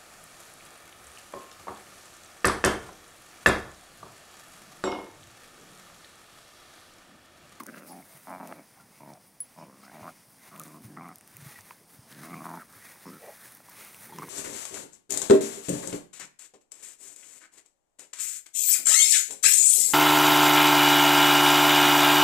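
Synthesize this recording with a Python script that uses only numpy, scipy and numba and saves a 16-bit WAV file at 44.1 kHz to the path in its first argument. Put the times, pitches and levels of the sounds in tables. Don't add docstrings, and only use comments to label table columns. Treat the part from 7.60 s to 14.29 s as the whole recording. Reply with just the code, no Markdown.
import sys
import numpy as np
from scipy import signal
from scipy.fft import rfft, irfft
from scipy.io import wavfile
from scipy.ndimage import uniform_filter1d
from numba import njit

SR = 44100
rng = np.random.default_rng(int(sys.argv[2]) if len(sys.argv) > 2 else 0)


def amplitude_ratio(level_db):
    exponent = np.asarray(level_db, float) / 20
    return 10 ** exponent


def wrap_up_sound(samples):
    columns = np.atleast_2d(samples).T
    tamed = np.clip(columns, -1, 1)
    steps = np.round(tamed * 32767).astype(np.int16)
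    wavfile.write(sys.argv[1], SR, steps)


N = 295029

# f/Hz, level per Hz/dB
AIR_COLOUR = [(15, -24), (25, 17), (49, -2.5), (126, 4.5), (194, 6.5), (402, -3.5), (788, -1.5),
              (2080, -15.5), (3120, -14), (4000, -18.5), (4900, -8.5), (5790, -10.5), (7180, -17),
              (9410, -6.5), (11700, -20.5), (14100, -17.5), (15700, -43)]
# t/s, peak level/dB, f/Hz, time to fall 60 dB/s
THUDS = [(0.545, -51, 149, 0.12), (2.419, -43.5, 118, 0.051), (3.245, -40, 117, 0.14),
         (3.746, -51, 111, 0.14), (3.781, -49, 150, 0.29), (3.822, -42, 140, 0.089),
         (3.86, -39, 142, 0.081), (3.989, -51, 102, 0.12), (4.389, -43, 120, 0.038),
         (5.159, -51.5, 112, 0.12), (5.857, -59, 126, 0.12)]
# centre t/s, spread/s, blade hiss level/dB, fur drag over hiss/dB
ROLLS = [(0.0, 0.0071, -46, 5.5), (.17, 0.15, -59.5, 8), (.285, 0.036, -51, -14), (.565, 0.21, -55.5, 0.5),
         (.9, 0.095, -58, 5.5), (1.2, 0.16, -63, 5), (1.46, 0.17, -61.5, 3.5), (1.69, 0.045, -63, -24),
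         (1.9, 0.27, -64.5, 4), (2.41, 0.16, -59, 9), (2.68, 0.2, -60.5, -7), (2.871, 0.056, -57, 7),
         (3.03, 0.1, -54, 2.5), (3.25, 0.06, -58, -0.5), (3.48, 0.1, -63.5, 7), (3.72, 0.067, -63, -17),
         (3.91, 0.14, -52.5, 5), (4.09, 0.12, -57.5, 1.5), (4.34, 0.047, -56, -1.5),
         (4.519, 0.028, -54.5, 4), (4.65, 0.098, -52.5, 6.5), (4.88, 0.12, -52.5, 2.5),
         (5.16, 0.057, -55, 2.5), (5.28, 0.061, -51.5, 3.5), (5.639, 0.34, -53.5, 3),
         (5.853, 0.086, -51.5, 0), (6.211, 0.078, -49, 4.5), (6.42, 0.11, -49, -2), (6.56, 0.21, -65.5, 15),
         (6.69, 0.12, -50.5, 1.5)]
# f/Hz, level per Hz/dB
GRASS_COLOUR = [(1530, 4), (2600, -12.5), (3210, 1), (3540, 3.5), (3990, 2.5), (5430, 1), (6220, 3),
                (7250, -2), (8100, -1), (9340, 4.5), (10600, 1.5), (11700, -1), (13000, 1.5), (14900, -1),
                (15700, -36)]
# t/s, peak level/dB, ring f/Hz, low part over peak/dB
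SNAPS = [(0.0353, -29.5, 9800, -17), (0.066, -26.5, 11000, -22), (0.6968, -40, 10300, -13),
         (0.8741, -31.5, 9000, -8.5), (1.5363, -40, 5000, -19), (1.803, -30.5, 9800, -16),
         (2.9615, -39, 9500, 0), (2.9774, -37, 12500, -15), (2.9972, -24.5, 12600, -38),
         (3.016, -35, 9610, -27), (3.036, -30, 9900, -33), (3.08, -39, 9780, -25),
         (3.4865, -39.5, 12000, -9), (3.5578, -32.5, 10200, -47), (3.584, -37, 12100, -18),
         (3.61, -36.5, 8740, -4), (3.6763, -35, 10700, -10), (3.7454, -47, 9700, -12),
         (3.7682, -27.5, 13800, -11.5), (4.0087, -35.5, 6740, -15), (4.5156, -43, 4200, -9),
         (4.526, -35, 3380, 2), (4.547, -43, 3600, -10), (4.578, -48, 3980, -9), (5.126, -42, 9300, -18),
         (5.921, -32.5, 11100, -28), (5.9498, -33, 14700, -22), (5.97, -36, 14200, -27),
         (6.094, -39.5, 7520, -11), (6.0977, -36, 14200, -22), (6.2492, -30, 12700, -14),
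         (6.3455, -32, 9210, -1), (6.4726, -40, 12900, -19), (6.586, -31, 5500, -4)]
# t/s, peak level/dB
PINGS = [
    (0.3174, -49),
    (0.6978, -59),
    (1.6736, -61),
    (1.804, -30.5),
]
# f/Hz, level/dB, time to fall 60 dB/s
TAG_MODES = [
    (8980, -11, 0.075),
    (10200, 4.5, 0.092),
    (11700, -24, 0.064),
    (15100, -23, 0.099),
]
# t/s, peak level/dB, mouth f/Hz, time to fall 60 dB/s, share of bare tooth knock/1
CLACKS = [(0.062, -40, 1600, .01, 0.65), (0.004, -24, 1070, 0.021, 0.16), (0.419, -48, 640, 0.07, 0.27),
          (.329, -43, 2220, 0.011, 0.23), (.425, -41, 2170, .012, 0.17), (0.9245, -26.5, 630, 0.022, 0.52),
          (1.199, -46, 1376, 0.12, 0.46), (3.367, -38, 950, 0.02, 0.51), (3.957, -36.5, 1926, 0.082, 0.31),
          (3.989, -38, 1810, 0.026, 0.65), (4.108, -29.5, 1056, 0.023, 0.74),
          (5.357, -42, 1500, 0.019, 0.78), (6.003, -40.5, 660, 0.0091, 0.28),
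          (6.086, -41.5, 965, 0.05, 0.75), (6.494, -38.5, 830, 0.066, 0.35),
          (6.523, -31.5, 916, 0.034, 0.12), (6.532, -33, 900, 0.036, .1), (6.585, -24, 1000, 0.025, 0.11),
          (6.621, -26, 1150, 0.026, 0.093), (6.631, -25, 1100, 0.019, 0.37),
          (6.684, -33, 1000, 0.024, 0.24)]
# t/s, length/s, level/dB, snout f/Hz
HUFFS = [
    (.272, .046, -52, 800),
    (.465, 0.087, -60, 680),
    (1.16, 0.024, -52.5, 815),
    (5.585, 0.067, -51, 520),
    (5.64, 0.059, -48.5, 580),
]
# t/s, length/s, level/dB, nostril f/Hz
SNIFFS = [
    (.255, 0.065, -59.5, 5150),
    (1.968, 0.067, -63.5, 5260),
    (2.198, 0.031, -56.5, 5000),
    (2.54, 0.058, -63.5, 5370),
    (5.44, 0.045, -58, 5340),
]
# t/s, length/s,
# level/dB, ringing f/Hz
PANTS = [(5.445, 0.04, -65, 2060), (6.5, .06, -63, 3300), (5.79, 0.1, -68, 1720), (2.2, 0.054, -72, 1900),
         (4.19, 0.027, -61.5, 270), (1.96, 0.074, -66, 2420), (1.3, 0.06, -67, 2150),
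         (4.955, 0.058, -58, 1360), (5.6, 0.13, -62.5, 1880), (2.9, 0.039, -53, 1150),
         (5.07, 0.1, -60.5, 1220), (5.19, 0.11, -57, 1900), (4.6, 0.071, -60, 1240)]
# t/s, length/s, chest level/dB, rise in effort from middle to end/dB
GROWLS = [(0.0, 0.031, -48.5, -1.5), (0.062, 0.048, -48.5, 3.5), (0.119, 0.18, -55, -3),
          (0.284, 0.12, -50, 1.5), (.670, 0.11, -48.5, 3), (0.798, 0.13, -49, -0.5),
          (0.934, 0.067, -50.5, 6), (1.403, 0.13, -51.5, 2.5), (1.528, 0.043, -62.5, 5),
          (1.961, 0.072, -47.5, 9), (2.05, 0.19, -59.5, -5), (2.233, 0.066, -57, 1.5),
          (2.315, 0.1, -51, 6.5), (2.429, 0.065, -52.5, -3), (2.914, 0.058, -53.5, 5),
          (2.975, 0.049, -48, 3.5), (3.051, 0.133, -51.5, -1.5), (3.199, 0.165, -49.5, 5),
          (3.371, 0.15, -50, -2.5), (4.509, 0.11, -47.5, 7.5), (4.633, 0.062, -47.5, -0.5),
          (4.705, 0.089, -44, -0.5), (4.804, 0.024, -45.5, -2.5), (4.841, 0.14, -45, 0.5),
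          (4.986, 0.042, -65.5, -1), (5.454, 0.045, -43, -1), (5.516, 0.053, -51, -4),
          (6.457, 0.14, -50, 8), (6.581, 0.061, -47.5, 6.5), (6.647, .05, -49, 2)]
SLAP_RATES = [66, 93, 80, 89.5, 90.5, 86, 77, 71.5, 72, 81, 67, 65, 76, 83, 80, 79, 77, 74, 85, 72, 81, 84,
              79, 84, 90, 88, 82, 80, 80, 81]
# mouth f at start/Hz, at end/Hz, mouth over chest/dB, mouth width/Hz
JAWS = [(1100, 490, -3.5, 210), (1510, 1300, -8.5, 330), (1600, 1000, -8.5, 350), (838, 680, 0.5, 110),
        (790, 700, 7.5, 420), (825, 420, 2.5, 350), (760, 560, -5.5, 710), (950, 750, -4.5, 130),
        (775, 610, 10.5, 140), (990, 940, -1.5, 160), (950, 1300, -6, 190), (1320, 1700, -1.5, 160),
        (786, 500, 2.5, 240), (950, 1570, 2, 240), (1150, 1600, -6, 220), (1180, 1200, -5, 100),
        (1060, 1060, -10, 160), (930, 370, -16, 510), (1140, 1200, -1.5, 160), (1000, 810, -35, 250),
        (1160, 1130, -7, 230), (1160, 1100, -8, 120), (1150, 1200, -4, 140), (1110, 700, 1, 234),
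        (1600, 780, 14.5, 270), (950, 1340, -10, 200), (1190, 1400, -4.5, 100), (840, 1300, -20, 300),
        (990, 990, -2, 250), (1030, 610, -13, 230)]
# roughness/1, throat f/Hz, throat over chest/dB, nose over chest/dB
THROATS = [(0.34, 560, -25, -14), (0.42, 565, -8, -12), (0.45, 584, -6, -2), (0.19, 635, -7.5, -19),
           (0.25, 740, -13, 4), (0.3, 640, -5, -10), (0.36, 620, -6, 5), (0.29, 630, -5, -3),
           (0.43, 600, -16, -2), (0.24, 630, -3, -18), (0.22, 536, -8.5, -23), (0.37, 730, -3, 8),
           (0.26, 520, -13, -9), (0.28, 670, 1.5, -12), (0.31, 680, -6, 6), (0.19, 570, -10, -6),
           (0.16, 670, -15, -25), (.29, 330, -16, -3), (0.33, 753, -5.5, 6.5), (0.33, 760, -40, -25),
           (0.2, 690, -10, 1), (.27, 744, -11.5, 4.5), (0.07, 700, -9, -15), (0.2, 715, -5.5, 9),
           (0.5, 620, 0, 6), (.26, 480, -12, -13), (0.27, 470, -13, -20), (0.35, 420, -8, -14),
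           (0.31, 414, -3.5, 11), (0.35, 444, -6, -22)]
# mid-cycle slap share/1, nose f/Hz, chest f/Hz
VOICES = [(0.8, 2400, 244), (0.39, 2370, 250), (0.7, 2630, 224), (0.16, 2200, 226), (0.35, 2200, 228),
          (0.65, 2660, 222), (1, 2380, 220), (0.16, 2300, 178), (0.77, 2700, 170), (0.25, 2400, 188),
          (0.2, 2160, 200), (0.17, 2100, 214), (0.28, 2000, 185), (0.42, 2200, 210), (0.48, 1800, 194),
          (0.33, 1500, 160), (0.52, 2100, 202), (0.97, 1750, 190), (0.43, 2110, 193), (0.15, 1930, 158),
          (0.21, 2100, 217), (0.34, 2220, 176), (0.27, 2600, 200), (0.3, 1490, 205), (0.71, 2200, 180),
          (0.33, 2250, 198), (0.21, 2300, 190), (0.69, 2000, 140), (0.51, 2190, 163), (0.61, 2400, 150)]
# t/s, gain/dB
LIP_MOVES = [(.064, -2), (.085, 4.5), (.094, 14), (.11, -12), (.143, 15.5), (.17, 12), (.213, 9), (.236, 6),
             (.262, 2), (.29, -11), (.678, -3), (.733, 2), (.773, -4), (.785, -2), (.815, 4), (.868, -8),
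             (.918, 3.5), (1.43, 5), (1.506, 3.5), (1.964, -5), (1.985, 4.5), (2.015, 1), (2.24, 7),
             (2.36, 4), (2.445, 0), (2.481, 4), (3.005, 8), (3.15, 11), (3.172, 8), (3.265, 0), (.333, 4.5),
             (1.465, 4), (3.374, 6.5), (3.415, 2), (3.472, -3), (3.455, 4), (4.635, 5), (4.65, -5),
             (4.741, 10.5), (4.757, -2), (4.862, 5), (4.88, -7), (4.892, 4), (4.927, -3), (4.942, 6.5),
             (4.964, -5), (4.976, 2), (4.845, -2.5), (5.525, -5), (5.56, 2), (5.585, 4), (2.41, -4)]

GROWL_RELEASE_S = 0.014
MUFFLE_DB = 4


@njit
def svf(x, hz, width):
    y, b, l = np.empty(len(x)), 0., 0.
    for i in range(len(x)):
        g, k = np.tan(np.pi * hz[i] / SR), width[i] / hz[i]
        v = (b + g * (x[i] - l)) / (1 + g * (g + k))
        b, l, y[i] = 2 * v - b, l + 2 * g * v, k * v
    return y


def unit(x):
    return x / np.sqrt(np.mean(x ** 2))


def band(x, hz, width_hz, order=2):
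    hz = np.clip(hz, 40, .45 * SR) + np.zeros(len(x))
    width = width_hz + np.zeros(len(x))
    for _ in range(order):
        x = svf(x, hz, width)
    return unit(x)


def smooth_filter(x, order, hz, kind="low"):
    return signal.sosfiltfilt(signal.butter(order, hz, kind, fs=SR, output="sos"), x)


def colour(x, spectrum):
    hz, db = np.transpose(spectrum)
    bins = np.arange(len(x) // 2 + 1) * SR / len(x)
    bins = np.clip(bins, 1, hz[-2])
    gain = amplitude_ratio(np.interp(np.log(bins), np.log(hz), db))
    return unit(irfft(rfft(x) * gain, len(x)))


def walk(rate):
    k = int(SR / rate)
    steps = np.repeat(rng.standard_normal(N // k + 1), k)
    return 0.92 * uniform_filter1d(steps, k)[:N]


def swell(start, length, attack_s, release_s):
    first = int(start * SR)
    t = np.arange(min(int((length + 5 * release_s) * SR), N - first)) / SR
    head_start = attack_s * (start == 0)
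    rise = np.minimum((t + head_start) / attack_s, 1)
    fall = np.exp(-np.maximum(t - length, 0) / release_s)
    return slice(first, first + len(t)), rise * fall


def ring(hz, t60, rise_s):
    t = np.arange(int(min(t60, .3) * SR) + 8) / SR
    x = np.sin(2 * np.pi * hz * t) * (1 - np.exp(-t / rise_s)) * 1000. ** (-t / t60)
    return x / np.abs(x).max()


def add(out, s, x):
    i = max(int(s * SR), 0)
    out[i:i + len(x)] += x[:N - i]


def garden():
    air = colour(rng.standard_normal(N), AIR_COLOUR)
    traffic = smooth_filter(air, 2, 600)
    leaves = air - traffic
    traffic_gain = amplitude_ratio(1.6 * walk(6) + 0.5 * walk(20))
    leaves_gain = amplitude_ratio(0.74 * walk(3.47) + 2.0 * walk(19))
    return amplitude_ratio(-60) * (traffic * traffic_gain + leaves * leaves_gain)


def thuds():
    out = np.zeros(N)
    for s, db, hz, t60 in THUDS:
        add(out, s, amplitude_ratio(db) * ring(hz, t60, rise_s=0.0036))
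    return out


def rolls():
    centre, spread, db, fur_db = np.transpose(ROLLS)[:, :, None]
    t = np.arange(0, N + 64, 64) / SR
    hiss_db = db - 6 * np.abs((t - centre) / spread) ** 1.42
    scrape_db = hiss_db - 6 + 0.65 * fur_db
    drag_db = hiss_db + fur_db - 10.0
    gains = []
    for layer_db in (hiss_db, scrape_db, drag_db):
        total = np.sqrt(np.sum(amplitude_ratio(layer_db) ** 2, axis=0))
        gains.append(np.interp(np.arange(N) / SR, t, total))
    return gains


def crackle(per_s, spread_db, bed):
    size = amplitude_ratio(spread_db * np.minimum(rng.exponential(size=N), 3))
    ticks = (rng.random(N) < per_s / SR) * size * rng.standard_normal(N)
    return unit(ticks) + bed * rng.standard_normal(N)


def lawn():
    hiss_gain, scrape_gain, drag_gain = rolls()
    ticks = crackle(per_s=1500., spread_db=4.0, bed=2.05)
    ticks = ticks * amplitude_ratio(2.1 * walk(45) + .6 * walk(14))
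    grass = colour(ticks, GRASS_COLOUR)
    stalks = smooth_filter(grass, 4, 7500)
    blades = grass - stalks
    upper_shift, lower_shift = 1 + .07 * walk(14), 1 + .12 * walk(10)
    upper_fur = band(ticks, 1950 * upper_shift, 1160)
    lower_fur = band(ticks, 1200 * lower_shift, 1250)
    fur = unit(upper_fur + .5 * lower_fur)
    fur = fur + 0.067 * band(ticks, 590, 1300)
    return hiss_gain * unit(blades) + scrape_gain * unit(stalks) + drag_gain * fur


def snaps():
    out = np.zeros(N)
    for s, db, hz, low_db in SNAPS:
        burst = rng.standard_normal(128) * np.exp(-np.arange(128) / 33.0)
        bright = band(burst, hz, hz ** 2 / 11000, order=1)
        crack = bright + amplitude_ratio(low_db) * band(burst, 2270, 2100)
        add(out, s, amplitude_ratio(db) * crack / np.abs(crack).max())
    return out


def tag_pings():
    out = np.zeros(N)
    for s, db in PINGS:
        for hz, mode_db, t60 in TAG_MODES:
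            add(out, s, amplitude_ratio(db + mode_db) * ring(hz, t60, rise_s=0.00045))
            add(out, s, amplitude_ratio(db + mode_db - 18.0) * ring(hz + 135.0, t60, rise_s=.0002))
    return out


def clacks():
    out = np.zeros(N)
    for s, db, hz, t60, tooth in CLACKS:
        rise_s = 0.00021 + 0.0021 * max(1 - 2 * tooth, 0)
        add(out, s, amplitude_ratio(db - 8.5) * ring(hz, t60, rise_s))
        burst = rng.standard_normal(400) * np.exp(-np.arange(400) / 60.)
        knock = band(burst, 1210, 1360, order=3)
        add(out, s, amplitude_ratio(db) * tooth * knock / np.abs(knock).max())
    return out


def breath(calls, width_hz, flutter_db):
    out = np.zeros(N)
    air = rng.standard_normal(N) * amplitude_ratio(flutter_db * walk(70))
    for start, length, db, hz in calls:
        span, shape = swell(start, length, attack_s=.04, release_s=.025)
        snout = band(air[span], hz, width_hz, order=3)
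        snout = snout + .5 * band(air[span], 1.246 * hz, width_hz, order=3)
        out[span] += amplitude_ratio(db) * shape * snout
    return out


def older_dog():
    out = breath(HUFFS, width_hz=330, flutter_db=2.0)
    out = out + breath(SNIFFS, width_hz=1900, flutter_db=4.0)
    return out + breath(PANTS, width_hz=380, flutter_db=3.0)


def lips():
    s, db = np.transpose(LIP_MOVES)[:, :, None]
    t = np.arange(0, N + 64, 64) / SR
    gain_db = np.sum(db * np.exp(-.5 * ((t - s) / .006) ** 2), axis=0)
    return amplitude_ratio(np.interp(np.arange(N) / SR, t, gain_db))


def folds(rate, rough, half):
    chance = np.clip(rng.standard_normal((200, 4)), -1.8, 1.8)
    air = rng.standard_normal(SR // 2)[:len(rate)]
    turns = np.cumsum(rate) / SR
    cycle = np.arange(len(chance))
    slaps = np.zeros(len(rate))
    for offset, size, when, loud in ((.1, 1, 0, 1), (.6, -half, 2, 3)):
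        time_spread = (.15 + .5 * (offset - .1)) * rough
        loud_spread_db = (6 + 14 * (offset - .1)) * rough
        at = cycle + offset + time_spread * chance[:, when]
        keep = (at > 0) & (at < turns[-1])
        slaps[np.searchsorted(turns, at[keep])] += size * amplitude_ratio(loud_spread_db * chance[keep, loud])
    leak = air * np.exp(-((turns - .1) % 1) / .4)
    leak = .6 * rough * unit(leak)
    thumps = unit(np.abs(slaps) ** .7) + leak
    return unit(slaps) + .4 * leak, thumps


def mouth_ring(slaps, first_hz, pitch_hz, width_hz):
    soft = signal.sosfilt(signal.butter(4, 2500, fs=SR, output="sos"), slaps)
    mouth = band(soft, pitch_hz, 1.3 * width_hz)
    front = band(soft, first_hz, 1130, order=3)
    teeth = band(slaps, 2320, 300, order=3)
    return mouth + amplitude_ratio(-12.5) * front + amplitude_ratio(-26) * teeth


def puppy():
    chest, head = np.zeros(N), np.zeros(N)
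    wavering, muffling = 1 + .055 * walk(80), walk(28)
    for growl, rate, jaw, throat, voice in zip(GROWLS, SLAP_RATES, JAWS, THROATS, VOICES):
        start, length, middle_db, rise_db = growl
        first_hz, last_hz, mouth_db, width_hz = jaw
        rough, throat_hz, throat_db, nose_db = throat
        half, nose_hz, chest_hz = voice
        span, chest_shape = swell(start, length, 0.0049, GROWL_RELEASE_S)
        head_shape = swell(start, length, .002, GROWL_RELEASE_S)[1]
        after_end = np.maximum(np.arange(len(head_shape)) / SR - length, 0)
        head_shape = head_shape * np.exp(-after_end / 0.018)

        along, waver = np.linspace(-1, 1, len(chest_shape)), wavering[span]
        effort = amplitude_ratio(middle_db + rise_db * along)
        slaps, thumps = folds(rate * (1 + 0.01 * along), rough, half)
        mouth_hz = np.linspace(first_hz, last_hz, len(along)) * waver
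        nose = band(slaps, nose_hz / waver, 430, order=3)
        mouth = mouth_ring(slaps, first_hz, mouth_hz, width_hz)
        body = band(thumps, chest_hz * waver, 153)
        body = body - amplitude_ratio(throat_db) * band(thumps, throat_hz, 196)

        swing_db = MUFFLE_DB * rough * muffling[span]
        chest[span] += effort * amplitude_ratio(swing_db[::-1]) * chest_shape * body
        face = amplitude_ratio(nose_db - 17.0) * nose + amplitude_ratio(mouth_db) * mouth
        head[span] += effort * amplitude_ratio(swing_db) * head_shape * face
    parting = lips()
    chest = chest * parting ** 0.28
    head = smooth_filter(head * parting, 2, 480., "high")
    return head + signal.sosfilt(signal.butter(4, 125., "high", fs=SR, output="sos"), chest)


def scene():
    dogs = puppy() + older_dog()
    dogs = dogs + .12 * np.roll(dogs, int(.0031 * SR))
    mono = dogs + lawn() + garden() + snaps() + tag_pings() + clacks() + thuds()
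    return np.array([mono, mono])


def low_pass(x):
    return signal.sosfilt(signal.butter(12, 16640, fs=SR, output="sos"), x)


def record(dry):
    thin = signal.sosfilt(signal.butter(2, 90., "high", fs=SR, output="sos"), dry)
    thin = signal.sosfilt(signal.ellip(9, .3, 34, 15800, fs=SR, output="sos"), thin)
    return low_pass(thin)


dry = scene()
out = record(dry)
wrap_up_sound(out)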